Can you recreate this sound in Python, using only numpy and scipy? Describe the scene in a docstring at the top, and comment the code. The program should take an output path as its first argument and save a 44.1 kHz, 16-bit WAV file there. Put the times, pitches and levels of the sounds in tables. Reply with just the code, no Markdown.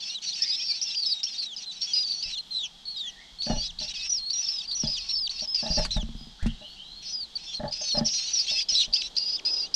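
"""Three nestlings beg in a twig nest, close to a microphone on their branch.
The two sides of each chick's syrinx make gliding cheeps, harsh two-voiced rasps and sudden squawks.
Wings and feet knock the nest, twigs snap, and the shaken branch rumbles in the microphone.
Farther off through the leaves: other birds, insects, a motor and, near the end, a vehicle."""
import sys
import numpy as np
from scipy import signal
from scipy.fft import rfft, irfft, next_fast_len
from scipy.io import wavfile
from scipy.ndimage import map_coordinates

SR = 44100
rng = np.random.default_rng(int(sys.argv[2]) if len(sys.argv) > 2 else 0)


def generate_wav(signal):
    """Clip the signal to [-1, 1] and save it as 16-bit WAV at the path in sys.argv[1]."""
    frames = np.transpose(np.atleast_2d(signal))
    scaled = np.clip(frames, -1, 1) * 32767
    pcm = np.round(scaled).astype(np.int16)
    wavfile.write(sys.argv[1], SR, pcm)


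N = 429975

# harsh begging calls: start_s, end_s, level_db, lower_voice_db
RASP_CALLS = [(0, 0.167, -40.5, -41), (0.215, 0.324, -40, -47), (0.319, .57, -39, -51),
              (0.566, 0.816, -42, -42.5), (.82, 0.959, -41.5, -47), (0.939, 1.216, -48, -81),
              (1.23, 1.376, -43, -53), (1.355, 1.475, -44, -64), (1.568, 1.657, -45, -55.5),
              (1.709, 1.828, -47.5, -81), (1.811, 2.047, -41.5, -42), (2.057, 2.23, -46, -85),
              (2.222, 2.36, -41, -43), (2.512, 2.636, -58, -78), (2.9, 3.049, -61, -81),
              (3.424, 3.688, -42, -38), (3.796, 3.933, -39.5, -41), (3.935, 4.084, -41.5, -42.5),
              (4.096, 4.22, -49, -78), (4.335, 4.581, -43, -52), (4.575, 4.667, -43.5, -49),
              (4.762, 4.877, -44, -55), (4.87, 4.973, -42.5, -59), (4.963, 5.138, -43, -46),
              (5.305, 5.463, -42.5, -45.5), (5.553, 5.86, -39.5, -45.5), (5.905, 5.99, -43, -72),
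              (7.019, 7.134, -44.5, -67), (7.369, 7.584, -48, -62), (7.719, 8.008, -40, -52),
              (8.05, 8.315, -36.5, -52), (8.3, 8.468, -37.5, -61), (8.463, 8.637, -33.5, -39.5),
              (8.683, 8.871, -36.5, -37.5), (8.943, 9.091, -41.5, -42), (9.15, 9.386, -47, -51),
              (9.449, 9.684, -44, -42.5)]
# spectrum of breath noise through a chick's throat: frequency_hz, gain_db
THROAT_SPECTRUM = [(400, -72.5), (1500, -24.5), (2100, -19), (2600, -6.5), (3500, -9.5), (4600, -15),
                   (5700, 0), (6300, -14.5), (7200, -22.5), (8500, -25.5), (10500, -49), (13000, -55)]
# wings and feet against the nest: time_s, scuff_db, thump_db, shake_db
NEST_KNOCKS = [(2.258, -61, -80, -45.5), (3.465, -30, -39, -45), (3.499, -22, -25, -33),
               (3.529, -43, -35.5, -31), (3.564, -38, -41, -32.5), (3.809, -40.5, -48, -42),
               (4.836, -33.5, -29.5, -30), (5.42, -42.5, -51, -60), (5.626, -31.5, -41.5, -54),
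               (5.657, -28.5, -42.5, -48), (5.703, -33, -41.5, -26), (5.772, -25.5, -33, -22.5),
               (5.792, -27.5, -34, -28), (5.847, -50, -45, -38), (5.962, -31.5, -38.5, -20.5),
               (6.427, -47, -44.5, -20), (6.46, -55, -26, -45), (6.609, -45, -53.5, -56),
               (7.596, -30, -39, -42), (7.633, -25.5, -35, -44), (7.653, -28, -40, -41),
               (7.808, -38.5, -61, -64), (7.943, -27.5, -42.5, -37), (7.972, -24, -32, -41),
               (8.011, -31, -26, -40), (8.509, -41, -53, -49), (8.718, -51.5, -55.5, -49),
               (8.877, -44.5, -53.5, -43.5)]
BUZZ_HZ, BUZZ_DRIFT = 560, .13  # pulsing of a rough voice; drift as a share of that rate
WAVER = 0.01064  # unsteadiness of a whistle, as a share of pitch


def amp(db):
    """Decibels to gain."""
    return 10 ** (np.asarray(db) / 20)


def unit(x):
    """Scale to rms 1."""
    return x / np.sqrt(np.mean(x ** 2) + 1e-20)


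def noise():
    """White noise as long as the scene."""
    return rng.standard_normal(N)


def along(points, hz):
    """Read (frequency_hz, value) points on a log frequency axis."""
    freqs, values = np.transpose(points)
    return np.interp(np.log(np.abs(hz) + 1), np.log(freqs + 1), values)


def curves(rows):
    """One value per sample for each column after the time."""
    times, *columns = np.transpose(rows)
    return [np.interp(np.arange(N) / SR, times, column) for column in columns]


def wobble(rate, n):
    """A smooth random curve of n samples, rate knots a second."""
    knots = rng.standard_normal(max(int(n * rate / SR) + 4, 512))
    return map_coordinates(knots, [2 + np.arange(n) * rate / SR], mode="wrap")


def filtered(x, response):
    """Filter x by a complex response of frequency."""
    size = next_fast_len(len(x) + SR // 4)
    return irfft(rfft(x, size) * response(np.fft.rfftfreq(size, 1 / SR)), size)[:len(x)]


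def coloured(x, spectrum):
    """Shape x by (frequency_hz, gain_db) points, at rms 1."""
    return unit(filtered(x, lambda hz: amp(along(spectrum, hz))))


def ringing(x, modes):
    """Pass x through resonances (centre_hz, width_hz, gain_db), keeping the power of white noise."""
    def response(hz):
        body = sum((-1) ** k * amp(db) * 1j * hz * width / (centre ** 2 - hz ** 2 + 1j * hz * width)
                   for k, (centre, width, db) in enumerate(modes))
        return body / np.sqrt(np.mean(np.abs(body) ** 2))
    return filtered(x, response)


def add(track, start_s, sound):
    """Mix a sound in at start_s."""
    part = track[max(round(start_s * SR), 0):][:len(sound)]
    part += sound[:len(part)]


def span(start, end, attack_s, release_s):
    """Time, progress 0-1 and a soft-edged gate for one call."""
    t = np.arange(max(int((end - start) * SR), 200)) / SR
    ramps = np.minimum(t / attack_s, 1) * np.minimum((t[-1] - t) / release_s, 1)
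    return t, t / t[-1], np.sin(np.pi / 2 * ramps)


def puffs(events, attack_s, t60_s):
    """An envelope that jumps and dies at each (time_s, level_db)."""
    power, t = np.zeros(N), np.arange(SR // 3) / SR
    for start, db in events:
        add(power, start, (amp(db - 60 * t / t60_s) * (1 - np.exp(-t / attack_s))) ** 2)
    return np.sqrt(power)


def phase(hz):
    """Running phase of a pitch curve."""
    return 2 * np.pi * np.cumsum(hz) / SR


def whistle(hz, flutter=0):
    """One side of the syrinx: a sine whose overtone passes the throat only when low."""
    # second harmonic against the fundamental: frequency_hz, gain_db
    overtone = [(4400, 1), (5900, -2.5), (7200, -25), (8600, -31), (10000, -46.5), (12000, -65)]
    angle = phase(hz) + flutter
    return np.sqrt(2) * (np.sin(angle) + amp(along(overtone, 2 * hz)) * np.sin(2 * angle))


def rasps(low_hz=2680, upper_hz=4380, upper_db=6.5, octave_db=2, hiss_db=-4, coupling=.45, jitter=.0055):
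    """Both sides of the syrinx pushed hard: two coupled tones and a chaotic, pulsed hiss."""
    def swell(n):
        return amp(3.2 * wobble(28, n) - 2.5)

    voices, hiss_level = np.zeros(N), np.zeros(N)
    for start, end, db, lower_db in RASP_CALLS:
        t, progress, gate = span(start, end, attack_s=.01, release_s=.02)
        n = len(t)
        # the two voices start close in pitch, spread apart and close again
        closeness = np.minimum(np.exp(-t / .012) + np.exp((t - t[-1]) / .013), 1)
        low_drift = .035 * rng.normal() + .03 * wobble(25, n) + jitter * wobble(300, n)
        low_phase = phase(low_hz * (1 + low_drift + .27 * closeness))
        upper_drift = .04 * (1 - 2 * progress) + .045 * wobble(30, n) + jitter * wobble(500, n)
        upper_pitch = upper_hz * (1 + upper_drift - .16 * closeness)
        buzz = np.sin(phase(BUZZ_HZ * (1 + BUZZ_DRIFT * wobble(25.08, n) + .04 * wobble(400, n))))
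        flutter, pulse = coupling * buzz, 1 + buzz
        upper = amp(db + upper_db) * swell(n) * whistle(upper_pitch, flutter) * (.33 + .22 * pulse)
        lower = amp(lower_db) * swell(n) * np.sin(low_phase + flutter / 2)
        lower *= np.clip(.9 + wobble(24, n), 0, 1)  # the lower voice comes and goes
        octave = amp(db + octave_db) * swell(n) * (1 - closeness) * np.sin(2 * low_phase + flutter)
        add(voices, start, gate * (upper + np.sqrt(2) * (lower + octave)))
        add(hiss_level, start, gate * amp(db + hiss_db + 3 * wobble(54, n)) * unit(.41 + pulse ** 2))
    return voices + np.sqrt(np.mean(hiss_level ** 2)) * coloured(hiss_level * noise(), THROAT_SPECTRUM)


def squeaks(pitch_hz=4100, per_second=20, gain_db=4, typical_s=.021, slide=.241, bend=.17):
    """While a chick rasps, its voice keeps breaking into short random slides."""
    out = np.zeros(N)
    for rasp_start, rasp_end, db, _ in RASP_CALLS:
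        count = round((rasp_end - rasp_start) * per_second)
        starts = rng.uniform(rasp_start, rasp_end, count)
        for start, (size, height, slope, curl) in zip(starts, rng.standard_normal((count, 4))):
            end = min(start + typical_s * np.exp(size / 2), rasp_end)
            t, progress, gate = span(start, end, attack_s=.004, release_s=.01)
            centred = progress - .5
            contour = .2 * np.tanh(height) + slide * slope * centred + bend * curl * centred ** 2
            hz = pitch_hz * np.exp(contour) * (1 + WAVER * wobble(150, len(t)))
            add(out, start, amp(db + gain_db) * gate * whistle(hz))
    return out


def branch_sway(rock_db=-7, jolt_db=1):
    """The branch rocks slowly and every knock or wingbeat jolts it; it rumbles in the microphone."""
    # slow rocking of the branch: time_s, level_db
    rocking = [(0.0, -69), (0.65, -58), (0.95, -68), (3.2, -55), (3.69, -41), (4.53, -58.5), (4.91, -45.5),
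               (5.65, -50.5), (5.89, -32), (6.35, -54), (6.87, -50.5), (9.75, -54)]
    # rumble at the microphone: frequency_hz, gain_db
    rumble = [(10, -7), (28, 6), (60, -6), (100, -20.5), (170, -11.5), (400, -59.5), (900, -120)]
    shakes = [(start, db) for start, _, _, db in NEST_KNOCKS] + wingbeats()
    jolts = amp(jolt_db) * puffs(shakes, attack_s=.002, t60_s=.27)
    return np.hypot(amp(curves(rocking)[0] + rock_db), jolts) * coloured(noise(), rumble)


def leaf_air(level_db=-53):
    """Air in the leaves all round the nest: a soft, nearly even hiss."""
    # wash of leaves and insects: frequency_hz, gain_db
    spectrum = [(40, -25), (100, -46.5), (200, -3.5), (300, -14.5), (580, -16), (800, -7.5), (1050, -15.5),
                (2500, -16.5), (3000, -8.5), (3900, -2), (4700, -7.5), (6800, -17.5), (8800, -25.5),
                (13000, -57)]
    return amp(level_db + .5 * wobble(5, N)) * coloured(noise(), spectrum)


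def insects(level_db=-57, swell_db=2.5):
    """A thin insect drone: a narrow band of noise that swells and sinks."""
    band = [(2400, -50.5), (3050, -23), (3300, -10), (3600, -24.5), (4800, -47.5)]
    return amp(level_db + swell_db * wobble(10, N)) * coloured(noise(), band)


def traffic_hum(level_db=-69):
    """Distant traffic, heard as a low, slowly wandering hum."""
    return amp(level_db + 2.3 * wobble(1, N)) * ringing(noise(), [(165.5, 39, 14), (880, 82, -19)])


def leaf_echo(x, t60_s):
    """The foliage scatters a call into a diffuse echo."""
    t = np.arange(SR // 2) / SR
    tail = rng.standard_normal(len(t)) * amp(-60 * t / t60_s) * (t > .003)
    return signal.fftconvolve(x, tail / np.linalg.norm(tail))[:N]


def glide(progress, first_hz, last_hz, steady_share=.47, arch=.01826):
    """Pitch through a cheep: a shallow arch whose slide gathers speed."""
    slide = steady_share * progress + (1 - steady_share) * progress ** 3
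    return (first_hz + (last_hz - first_hz) * slide) * (1 + arch * np.sin(np.pi * progress))


def cheeps(beat_hz=240, twin_gain=.55, side_tones=.11, step_hz=36, step_depth=.11, shimmer_db=2.5):
    """Gliding whistles; in rough ones the pitch flutters and the two sides of the syrinx beat."""
    # cheeps and quick flicks: start_s, end_s, first_hz, last_hz, level_db, roughness (0-1)
    calls = [(0.005, 0.142, 4480, 4120, -44, 0.08), (0.145, 0.193, 3990, 3060, -35, 0.2),
             (0.248, 0.342, 4500, 3380.0, -35.5, 0.34), (0.315, 0.404, 4410, 4320, -40.5, 0),
             (0.479, 0.562, 4710, 5260, -28.5, 0.23), (0.564, 0.73, 5370, 5400, -33, 0.88),
             (0.683, 0.725, 4630, 4380, -25.0, 0.5), (0.815, 0.93, 5380, 4980, -35, 0.65),
             (0.945, 0.958, 2700, 3700, -37, 0.15), (0.948, 1.072, 4810, 4220.0, -29, 0.66),
             (1.05, 1.237, 3870, 3670, -37.5, 0.25), (1.058, 1.14, 5060, 4460, -26, 0.5),
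             (1.233, 1.293, 5440.0, 5370, -36, 0.04), (1.38, 1.45, 4540.0, 4080.0, -34.5, 0.5),
             (1.385, 1.555, 4220, 2816, -37.5, 0.1), (1.564, 1.601, 5100, 4600, -35.5, 0.54),
             (1.66, 1.727, 4130, 3470.0, -37, 0.37), (1.809, 1.861, 5520.0, 5350, -31.5, 0.4),
             (1.934, 2.053, 4890, 4810, -26, 0.05), (2.048, 2.158, 4550, 4500, -29.5, 0.75),
             (2.11, 2.127, 4610, 3930, -31, 0.2), (2.153, 2.234, 4420, 4500, -37, 0.15),
             (2.3, 2.393, 4160.0, 2740, -36, 0.1), (2.373, 2.412, 4190, 4250, -33.0, 0.54),
             (2.508, 2.677, 4173, 2870, -32.5, 0.41), (2.532, 2.594, 4076, 3800, -34.5, 0.83),
             (2.854, 2.966, 4370, 4070, -37, 0.54), (2.965, 3.021, 4900, 3540, -38.5, 0.9),
             (2.962, 3.11, 3834, 2850, -35, 0.27), (3.387, 3.516, 4360, 4490, -35, 0.08),
             (3.574, 3.682, 4430, 5100, -34.5, 0.54), (3.665, 3.714, 4380, 2680, -40, 0),
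             (4.03, 4.112, 5560, 5100, -34.5, 0.54), (4.094, 4.193, 5930, 4560, -26.5, 0.25),
             (4.179, 4.325, 4120, 4450, -35.5, 0.25), (4.3, 4.368, 4500, 3400, -39, 0.4),
             (4.331, 4.424, 5600, 5920, -29.0, 0.03), (4.428, 4.605, 5400.0, 4810, -32.5, 0.37),
             (4.6, 4.623, 3900, 3170, -34.5, 0), (4.676, 4.755, 4750.0, 4180.0, -30, 0.7),
             (4.749, 4.861, 5860, 4860, -31.5, 0.54), (4.868, 4.97, 4940, 4870, -31, 0.64),
             (4.948, 4.992, 3750, 2720, -35.0, 0), (5.088, 5.276, 5530, 4360, -29.5, 0.25),
             (5.153, 5.2, 4510, 4230, -31.5, 0.3), (5.262, 5.28, 4100, 2770, -32.5, 0.22),
             (5.416, 5.461, 5540, 5300, -32.5, 0.54), (5.475, 5.623, 5170.0, 4350, -31, 0.02),
             (5.703, 5.79, 4900, 4460, -29.5, 0.8), (5.733, 5.874, 5810, 4140, -31.5, 0.53),
             (5.913, 6.036, 4104, 2770, -38, 0.25), (7.076, 7.151, 5920, 5730.0, -39.5, 0.54),
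             (7.124, 7.259, 5040, 3980, -33.5, 0.25), (7.354, 7.375, 4650, 4320, -29.5, 0),
             (7.47, 7.552, 3485, 3130, -39.0, 0.54), (7.531, 7.597, 4210, 4030, -35.0, 0.5),
             (7.678, 7.696, 4420, 4960, -38.5, 0.25), (7.711, 7.838, 4990, 4770, -37, 0.4),
             (7.814, 7.97, 6280, 5240, -37.5, 0.24), (7.87, 7.976, 4400, 4090, -31, 0.14),
             (7.968, 8, 5120, 4900, -26, 0.3), (8.046, 8.199, 5520, 4610, -33, 0.64),
             (8.06, 8.093, 5700, 3600, -25.5, 0.3), (8.1, 8.33, 6410, 6100, -46, 0.4),
             (8.334, 8.425, 5850, 4330.0, -26.5, 0.45), (8.501, 8.648, 5110, 4790, -30, 0.6),
             (8.605, 8.617, 2340, 3340, -31, 0.1), (8.687, 8.72, 5150, 5040, -23.5, 0.3),
             (8.722, 8.799, 5690, 3850.0, -27.5, 0.5), (8.752, 8.828, 3930, 3746, -22.5, 0.8),
             (8.8, 8.84, 4190, 2390, -28.5, 0.43), (8.927, 9.025, 4890, 4880, -30, 0.77),
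             (8.957, 8.974, 3110, 4030, -31.5, 0), (9.011, 9.024, 4160, 2300, -28.5, 0.12),
             (9.166, 9.378, 4720, 5080, -30.5, 0.6), (9.381, 9.401, 3650, 2070.0, -35.5, 0.25),
             (9.458, 9.664, 4980.0, 4830, -29, 0.42)]
    out = np.zeros(N)
    for start, end, first_hz, last_hz, db, roughness in calls:
        t, progress, gate = span(start, end, attack_s=.0014, release_s=.14 * (end - start))
        n = len(t)
        rough = roughness * amp(3 * wobble(30, n))
        # the pitch hooks up at the start and drops away as the breath ends
        edges = .07 * np.exp(-t / .0019) + .047 * np.exp((t - t[-1]) / .006)
        flutter = WAVER * wobble(75, n) + .011 * rough * wobble(330, n)
        # a rough cheep that falls does so in quick steps
        sawtooth = .5 - phase(step_hz * np.exp(.3 * wobble(20, n))) / (2 * np.pi) % 1
        falling = np.clip(10 * (1 - last_hz / first_hz), .2, 1)
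        steps = step_depth * roughness * falling * sawtooth
        hz = glide(progress, first_hz, last_hz) * (1 - edges + flutter + steps)
        buzz_phase = phase(BUZZ_HZ * (1 + BUZZ_DRIFT * wobble(35, n)))
        main = whistle(hz, side_tones * rough * np.sin(buzz_phase + 1))
        main *= 1 + 2 * side_tones * rough * np.sin(buzz_phase)
        twin = twin_gain * rough * whistle(hz - beat_hz * np.exp(.5 * wobble(19, n)))
        gate *= np.clip((hz - 1300) / 1300, 0, 1)  # the voice gives out at the bottom of its range
        swell_db = .5 * (np.sin(np.pi * progress) - 1) + shimmer_db * wobble(92.4, n)
        add(out, start, gate * amp(db + swell_db) * unit(main + twin))
    return out


def far_birds():
    """Short rising whistles from other trees."""
    # distant calls: start_s, end_s, first_hz, last_hz, level_db
    calls = [(0.399, 0.502, 1763, 2400, -49.5), (3.036, 3.083, 1880, 1950, -50),
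             (3.159, 3.224, 1794, 2230, -50.5), (6.171, 6.24, 4940, 5020, -47.5),
             (6.391, 6.432, 1330, 2290, -46.5), (6.462, 6.51, 2700, 3370, -43),
             (6.577, 6.744, 3770, 4570, -49.5), (6.62, 6.663, 2730, 3270, -41.5),
             (6.766, 6.829, 2880, 3240, -43), (6.84, 6.994, 3880, 4405, -44)]
    out = np.zeros(N)
    for start, end, first_hz, last_hz, db in calls:
        t, progress, gate = span(start, end, attack_s=.0018, release_s=.014)
        hz = (first_hz + (last_hz - first_hz) * progress) * (1 + .013 * wobble(150, len(t)))
        add(out, start, amp(db) * gate * np.sin(phase(hz)))
    return out


def squawks(length_s=.036, tone_db=-9, breath_db=-24, hook=.22, shiver=.03):
    """As a beak snaps open, the first push of air flicks the pitch up and throws it about."""
    # sudden squawks: start_s, level_db, pitch_hz
    calls = [(0.4199, -12.5, 5410), (0.8142, -14.5, 5660), (1.231, -15, 5530), (1.8153, -19.5, 4450),
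             (2.2263, -19, 5020), (3.4208, -20, 4450), (3.787, -23, 4526), (4.2994, -18, 4580),
             (4.4852, -17, 5260), (4.7128, -21, 4240), (4.8733, -18.5, 4970), (5.0924, -21.5, 4290),
             (5.294, -20.5, 4440), (5.3931, -20, 4540), (5.5448, -14.5, 5075), (5.9069, -20, 4090),
             (7.721, -23, 4870), (8.0541, -17, 5900), (8.3903, -14, 4960), (8.6901, -21, 5040),
             (8.9354, -10, 4980), (9.1662, -11.5, 4870), (9.4507, -13.5, 5066), (9.7413, -11, 5650)]
    tones = np.zeros(N)
    for start, db, pitch_hz in calls:
        t, _, gate = span(start, start + length_s, attack_s=.0011, release_s=length_s)
        hz = pitch_hz * (1 - hook * np.exp(-t / .0022) + shiver * wobble(900, len(t)))
        flicker = amp(2.7 * wobble(290, len(t)))
        add(tones, start, amp(db + tone_db) * gate * unit(whistle(hz) * flicker))
    breath = puffs([(start, db) for start, db, _ in calls], attack_s=.001, t60_s=.12)
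    return tones + amp(breath_db) * breath * coloured(noise(), THROAT_SPECTRUM)


def nest_knocks(scuff_db=-2, push_db=31, rub_db=-4, flap_db=-5, cutoff_hz=3000):
    """Wings and feet scuff the nest and ring it; each blow pushes and rubs the branch under it."""
    # resonances of the twig nest: centre_hz, width_hz, gain_db
    nest_modes = [(605.3, 32, 20.5), (853.5, 35.5, 14.5), (1117, 70, -3.5), (1770, 102, 1)]
    # resonances of the branch: centre_hz, width_hz, gain_db
    branch_modes = [(91, 9.6, -9.5), (139.7, 13.5, -2), (225.4, 16.4, 3)]
    blows = [(start, db) for start, _, db, _ in NEST_KNOCKS]
    blows += [(start, db + flap_db) for start, db in wingbeats()]
    force = amp(rub_db) * puffs(blows, attack_s=.0024, t60_s=.13) * noise()
    for start, db in blows:
        add(force, start, amp([db + push_db]))  # the push is a single impulse
    scuff_level = puffs([(start, db) for start, db, _, _ in NEST_KNOCKS], attack_s=.002, t60_s=.16)
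    scuffs = amp(scuff_db) * ringing(scuff_level * noise(), nest_modes)
    return filtered(scuffs + ringing(force, branch_modes), lambda hz: 1 / (1 + 1j * hz / cutoff_hz))


def far_motor():
    """A distant motor: one thin, wavering whine that swells and fades."""
    # course of the whine: time_s, pitch_hz, level_db
    whine = [(0, 1111, -93.5), (3.2, 1188, -80.5), (4.8, 1113, -66.5), (5.6, 1078, -67.5), (6.2, 1060, -80)]
    hz, db = curves(whine)
    return amp(db + 2.9 * wobble(28, N)) * np.sin(phase(hz * (1 + .0026 * wobble(60, N))))


def twig_snaps(gain_db=1):
    """Dry twigs snap in short, bright bursts of noise."""
    # snaps: time_s, level_db
    snaps = [(5.789, -35.5), (5.849, -29), (5.966, -39), (6.427, -42), (6.464, -38)]
    crack = coloured(noise(), [(300, 7.5), (1800, 12), (5000, 8), (9000, 1), (13000, -25)])
    return amp(gain_db) * puffs(snaps, attack_s=.0005, t60_s=.07) * crack


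def wingbeats(start_s=6.03, period_s=.06, first_db=-32, fade_db=3, count=5):
    """One chick beats its wings and settles: (time_s, level_db) of each weakening beat."""
    return [(start_s + k * period_s, first_db - k * fade_db) for k in range(count)]


def vehicle():
    """A vehicle draws near: dull road noise that rises at the end."""
    # its approach: time_s, level_db
    approach = [(0, -106.5), (9.1, -61.5), (9.3, -61), (9.5, -52), (9.75, -59)]
    spectrum = [(100, -52), (280, -5), (390, -4.5), (520, -6.5), (900, -9.5), (2000, -21), (6000, -98)]
    return amp(curves(approach)[0]) * coloured(noise(), spectrum)


def scene():
    """From the branch, the brood is close and dry; the other birds are mostly echo."""
    brood = cheeps() + rasps() + squeaks() + squawks()
    neighbours = far_birds()
    echo = amp(-20) * leaf_echo(brood, t60_s=.2) + amp(1) * leaf_echo(neighbours, t60_s=.4)
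    movement = nest_knocks() + twig_snaps() + branch_sway()
    surroundings = leaf_air() + insects() + traffic_hum() + far_motor() + vehicle()
    return (brood + .5 * neighbours + echo + movement + surroundings)[None]


def record(dry, top_hz=13200):
    """One camera microphone beside the nest; the camera keeps nothing above its band limit."""
    return filtered(dry[0], lambda hz: hz < top_hz)[None]


dry = scene()
out = record(dry)
generate_wav(out)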